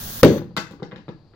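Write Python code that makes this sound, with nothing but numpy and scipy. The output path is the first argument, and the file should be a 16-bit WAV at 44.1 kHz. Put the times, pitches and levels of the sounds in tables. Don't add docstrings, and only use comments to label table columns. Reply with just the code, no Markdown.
import sys
import numpy as np
from scipy import signal
from scipy.fft import rfft, irfft, next_fast_len
from scipy.io import wavfile

SR = 44100
rng = np.random.default_rng(int(sys.argv[2]) if len(sys.argv) > 2 else 0)


def transcribe(signal):
    frames = np.atleast_2d(signal).T
    limited = np.clip(frames, -1, 1)
    pcm = np.round(limited * 32767).astype(np.int16)
    wavfile.write(sys.argv[1], SR, pcm)


N = 59535
T = np.arange(N) / SR
FFT_SIZE = 2 * next_fast_len(N)
HZ = np.maximum(np.fft.rfftfreq(FFT_SIZE, 1 / SR), 1)

# frequency in Hz, t60 in seconds, left-right likeness from 0 to 1.
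ROOM_DECAY = [(80, 1, 0.1), (266, 0.44, 1), (600, 0.3, 1), (1500, 0.41, 0), (4000, 0.34, 0), (7850, .32, 0),
              (15000, 0.26, .1)]
# frequency in Hz, relative density in dB.
FLOOR_SPECTRUM = [(25, -2), (55, 0.5), (95, 8), (200, -5), (400, -8.5), (900, -17), (2000, -31.5),
                  (3500, -33), (4600, -23), (5500, -41.5), (8000, -46), (16000, -58)]
# frequency in Hz, relative density in dB.
RUMBLE_SPECTRUM = [(30, -6), (85, -3), (150, -8), (215, -3.5), (330, -18.5), (700, -21), (2000, -44.5)]
# time in seconds, level in dB.
RUMBLE_ENVELOPE = [(0, -40), (.07, -37), (.14, -43), (.19, -39), (.23, -59)]
# frequency in Hz, relative density in dB.
LEAK_SPECTRUM = [(300, -14.5), (900, -11.5), (1650, -7.5), (2250, -17.5), (3400, -12), (5000, -13.5),
                 (6600, -12.5), (8200, -17), (11500, -7), (13000, -9), (15000, -4.5)]
# frequency in Hz, relative density in dB.
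BLAST_SPECTRUM = [(25, -24), (45, -16.5), (62, -24.5), (90, -16), (160, -0.5), (260, 1.5), (380, 6.5),
                  (570, -2), (680, -13.5), (1100, -25.5), (2500, -26.5), (6000, -39), (15000, -67)]
# start in seconds, level in dB, t60 in seconds.
CRACK_EVENTS = [(0.2318, -9, 0.0065), (.235, -15.5, .04), (0.2467, -19.5, 0.032), (0.2491, -23, 0.019)]
# frequency in Hz, relative density in dB.
CRACK_SPECTRUM = [(300, -11.5), (1400, 5.5), (3000, 5.5), (5500, -16), (9000, -18), (15000, -9.5)]
# frequency in Hz, level in dB, t60 in seconds.
BOOM_MODES = [(47, -34, 0.24), (83.6, -18, 0.36), (108, -19, 0.47), (161.5, -9.5, 0.21), (212.5, -14, 0.51),
              (267.9, -14.5, 0.27), (344.6, -6, 0.21), (392, -7, 0.17), (439.8, -14, .26),
              (495, -20.5, 0.29), (529, -15.5, 0.11), (572, -18.5, .34)]
# frequency in Hz, width in Hz, relative gain in dB.
PIPE_MODES = [(1650, 82, 12.5), (2610, 170, -11), (3480, 350, 4.5), (4280, 240, 4), (6030, 190, 6.5)]
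# frequency in Hz, relative density in dB.
JET_SPECTRUM = [(1000, -8), (3000, -2.5), (6500, -15), (9000, -7.5), (12000, 2), (14500, 9), (16000, 7.5)]
# frequency in Hz, relative density in dB.
ROAR_SPECTRUM = [(60, -23), (110, -5), (170, 1), (300, -5), (560, -0.5), (680, -24), (1500, -26.5),
                 (4000, -50)]
# frequency in Hz, relative level in dB, t60 in seconds.
BENCH_MODES = [(140, -5, .08), (172, 1, .13), (216, 0, .13), (285, -10, .06), (346, -3, .11),
               (450, -5, .08), (505, -6, .09), (790, -6, .05), (980, -7, .06)]
# start in seconds, thud level in dB,
# clack level in dB, clack low cut in Hz, clack high cut in Hz.
KNOCK_EVENTS = [(.380, -33.5, -39, 730, 3900), (0.418, -30.5, -56, 200, 1200),
                (0.508, -43.5, -70, 694, 2940), (.5660, -45, -28, 833, 11500), (.573, -44, -26, 1110, 9050),
                (.578, -24, -32, 1170, 7200), (0.71, -37.5, -60, 3460, 15000),
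                (0.721, -43, -59, 2460, 9000), (0.7336, -44.5, -41.5, 426, 1920),
                (0.798, -66, -43, 600, 1810), (0.823, -28.5, -29.5, 203, 940),
                (.8295, -35.5, -37, 626, 5210), (.913, -45, -50, 1190, 2920), (0.919, -57, -41, 870, 2420),
                (.929, -34.5, -49, 300, 2000), (.9600, -39, -45, 1610, 4180),
                (0.9817, -41.5, -57, 1600, 4100), (0.991, -43.5, -49, 496, 1990),
                (1.0818, -38, -33.5, 483, 2320), (1.089, -29.5, -41.5, 403, 4700),
                (1.246, -55.5, -60.5, 489, 2440), (1.336, -52.5, -53, 622, 2640)]
# frequency in Hz, relative density in dB.
CLACK_SPECTRUM = [(100, -11.5), (300, 29.5), (620, 1.5), (1050, 1.5), (1650, 0), (2500, -6), (4000, -11.5),
                  (6500, -15.5), (8700, -26), (15000, -16.5)]
# frequency in Hz, left minus right in dB.
PORT_BALANCE = [(110, 0), (200, -0.3), (380, 2.5), (700, 5), (1300, 6), (2400, 6.5), (4000, 15.5),
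                (5800, 16), (7500, 11), (9200, -3), (15000, -8.5)]

SLIDE_S, POP_S, SLAP_S, AIR_OFF_S = 0.213, 0.2312, 0.247, 0.386
LEAK_FADE_S, JET_FADE_S = 0.0054, 0.013


def undb(db):
    return 10 ** (np.asarray(db) / 20)


def lookup(hz, table, column=1):
    table = np.array(table)
    return np.interp(np.log(hz), np.log(table[:, 0]), table[:, column])


def set_rms(x, db):
    return x * undb(db) / np.sqrt(np.mean(x ** 2))


def set_energy(x, db):
    return x * undb(db) / np.sqrt(np.sum(x ** 2) / (SR * 0.01))


def response(gain_db):
    cepstrum = irfft(np.log(undb(gain_db)))
    cepstrum[1:FFT_SIZE // 2] *= 2
    cepstrum[FFT_SIZE // 2 + 1:] = 0
    return irfft(np.exp(rfft(cepstrum)))[:N]


def convolve(x, ir):
    return irfft(rfft(x, FFT_SIZE) * rfft(ir, FFT_SIZE))[..., :N]


def noise(spectrum):
    return convolve(rng.standard_normal(N), response(lookup(HZ, spectrum)))


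def decay(t60_s):
    return np.exp(-np.log(1000) * T / t60_s)


def ring(modes):
    return sum(undb(db) * decay(t60_s) * np.sin(2 * np.pi * hz * T) for hz, db, t60_s in modes)


def at(start_s, x):
    return np.concatenate([np.zeros(int(np.clip(start_s * SR, 0, N))), x])[:N]


def until(hold_s, fade_s):
    return np.clip(1 - (T - hold_s) / fade_s, 0, 1)


def spread(x, crossover_hz=1800):
    scatter = set_energy(rng.standard_normal(N) * decay(0.004), 0) / np.sqrt(SR * 0.01)
    side_share = HZ ** 2 / (HZ ** 2 + crossover_hz ** 2) / 2
    mid = convolve(x, response(10 * np.log10(1 - side_share)))
    side = convolve(convolve(x, scatter), response(10 * np.log10(side_share + 0.001)))
    return mid + np.array([side, -side])


def workshop(build_s=0.0034, early_boost=0.95, early_s=0.026):
    room = 0
    edges_hz = np.r_[0, 90 * 2 ** np.arange(0, 8.1, 0.5)]
    onset = (1 - np.exp(-T / build_s)) * (1 + early_boost * np.exp(-T / early_s))
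    for low_hz, high_hz in zip(edges_hz, edges_hz[1:]):
        in_band = (HZ >= low_hz) & (HZ < high_hz)
        mid, side = irfft(rfft(rng.standard_normal((2, FFT_SIZE))) * in_band)[:, :N]
        likeness = lookup(high_hz, ROOM_DECAY, column=2)
        band = np.sqrt(1 + likeness) * mid + np.sqrt(1 - likeness) * np.array([side, -side])
        band *= onset * decay(lookup(high_hz, ROOM_DECAY))
        energy_share = (high_hz - low_hz) / (SR / 2)
        room = room + band * np.sqrt(energy_share / np.sum(band ** 2, axis=1, keepdims=True))
    return room


def background(level_db=-53.5, side_gain_db=-22):
    mid, side = (set_rms(noise(FLOOR_SPECTRUM), level_db) for _ in range(2))
    return mid + undb(side_gain_db) * np.array([side, -side])


def rumble():
    envelope_db = np.interp(T, *np.array(RUMBLE_ENVELOPE).T)
    return set_rms(noise(RUMBLE_SPECTRUM), 0) * undb(envelope_db) * until(POP_S, LEAK_FADE_S)


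def leak(room, level_db=-32.5, wet_db=-15):
    hiss = np.array([set_rms(noise(LEAK_SPECTRUM), level_db) for _ in range(2)])
    hiss *= until(SLIDE_S, LEAK_FADE_S)
    return hiss + convolve(undb(wet_db) * hiss, room)


def pop(room, swell_db=-20, swell_s=0.005, boom_lag_s=0.0028, blast_wet_db=1, crack_wet_db=-22.5,
        cavity_hz=457.3, cavity_db=10.5, cavity_t60_s=0.028, slap_db=-10.5):
    swell = at(POP_S - swell_s, undb(swell_db) * np.sin(np.pi * np.minimum(T / swell_s, 1)))
    blast = at(POP_S, set_energy(response(lookup(HZ, BLAST_SPECTRUM)), db=0))
    cavity = ring([(cavity_hz, cavity_db, cavity_t60_s)])
    boom = at(POP_S + boom_lag_s, -(cavity + ring(BOOM_MODES)))
    slap = at(SLAP_S, set_energy(bench(), slap_db))
    cracks = sum(at(start_s, set_energy(noise(CRACK_SPECTRUM) * decay(t60_s), db))
                 for start_s, db, t60_s in CRACK_EVENTS)
    reverb = convolve(undb(blast_wet_db) * blast + undb(crack_wet_db) * cracks, room)
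    return swell + spread(blast + boom + slap + cracks) + reverb


def outrush(room, pipe_db=-34.5, pipe_db_per_s=-105.5, jet_db=-45.5, wet_db=-9.5):
    resonances = sum(undb(db) / (1 + 1j * (HZ ** 2 - hz ** 2) / (HZ * width_hz))
                     for hz, width_hz, db in PIPE_MODES)
    ports = []
    for room_channel in room:
        pipe = irfft(rfft(rng.standard_normal(FFT_SIZE)) * resonances)[:N]
        pipe = set_rms(pipe, pipe_db) * undb(pipe_db_per_s * T)
        jet = set_rms(noise(JET_SPECTRUM), jet_db)
        flow = at(POP_S, pipe + jet) * until(AIR_OFF_S, JET_FADE_S)
        ports.append(flow + convolve(undb(wet_db) * flow, room_channel))
    return np.array(ports)


def roar(start_db=-15.5, db_per_s=-83):
    flow = set_rms(noise(ROAR_SPECTRUM), start_db) * undb(db_per_s * T)
    return at(POP_S, flow) * until(AIR_OFF_S, JET_FADE_S)


def bench(detune=0.04, scatter_db=2.5, low_hz=115, high_hz=1500):
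    modes = [(hz * (1 + rng.normal(0, detune)), db + rng.normal(0, scatter_db), t60_s)
             for hz, db, t60_s in BENCH_MODES]
    loss_db = 10 * np.log10((1 + (low_hz / HZ) ** 6) * (1 + (HZ / high_hz) ** 4))
    return convolve(ring(modes), response(-loss_db))


def knocks(room, clack_t60_s=0.036, tick_gain_db=-9.5, thud_wet_db=-5.5, clack_wet_db=-1):
    thuds, clacks = 0, 0
    bench_ring = bench()
    for start_s, thud_db, clack_db, low_hz, high_hz in KNOCK_EVENTS:
        loss_db = 10 * np.log10((1 + (HZ / high_hz) ** 6) * (1 + (low_hz / HZ) ** 4))
        contact = response(lookup(HZ, CLACK_SPECTRUM) - loss_db)
        tick = set_energy(contact, clack_db + tick_gain_db)
        burst = rng.standard_normal(N) * decay(clack_t60_s)
        clack = set_energy(convolve(burst, contact), clack_db)
        clacks = clacks + at(start_s, tick + clack)
        thuds = thuds + at(start_s, set_energy(bench_ring, thud_db))
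    reverb = convolve(undb(thud_wet_db) * thuds + undb(clack_wet_db) * clacks, room)
    return spread(thuds + clacks) + reverb


def scene():
    room = workshop()
    air = rumble() + leak(room) + outrush(room) + roar()
    return air + pop(room) + knocks(room) + background()


def record(dry, ceiling=0.82, knee=6, cutoff_hz=15900):
    lean_db = lookup(HZ, PORT_BALANCE) / 2
    coloured = convolve(dry, np.array([response(lean_db), response(-lean_db)]))
    clipped = coloured / (1 + np.abs(coloured / ceiling) ** knee) ** (1 / knee)
    return signal.sosfilt(signal.ellip(10, 0.1, 80, cutoff_hz, fs=SR, output="sos"), clipped)


dry = scene()
out = record(dry)
transcribe(out)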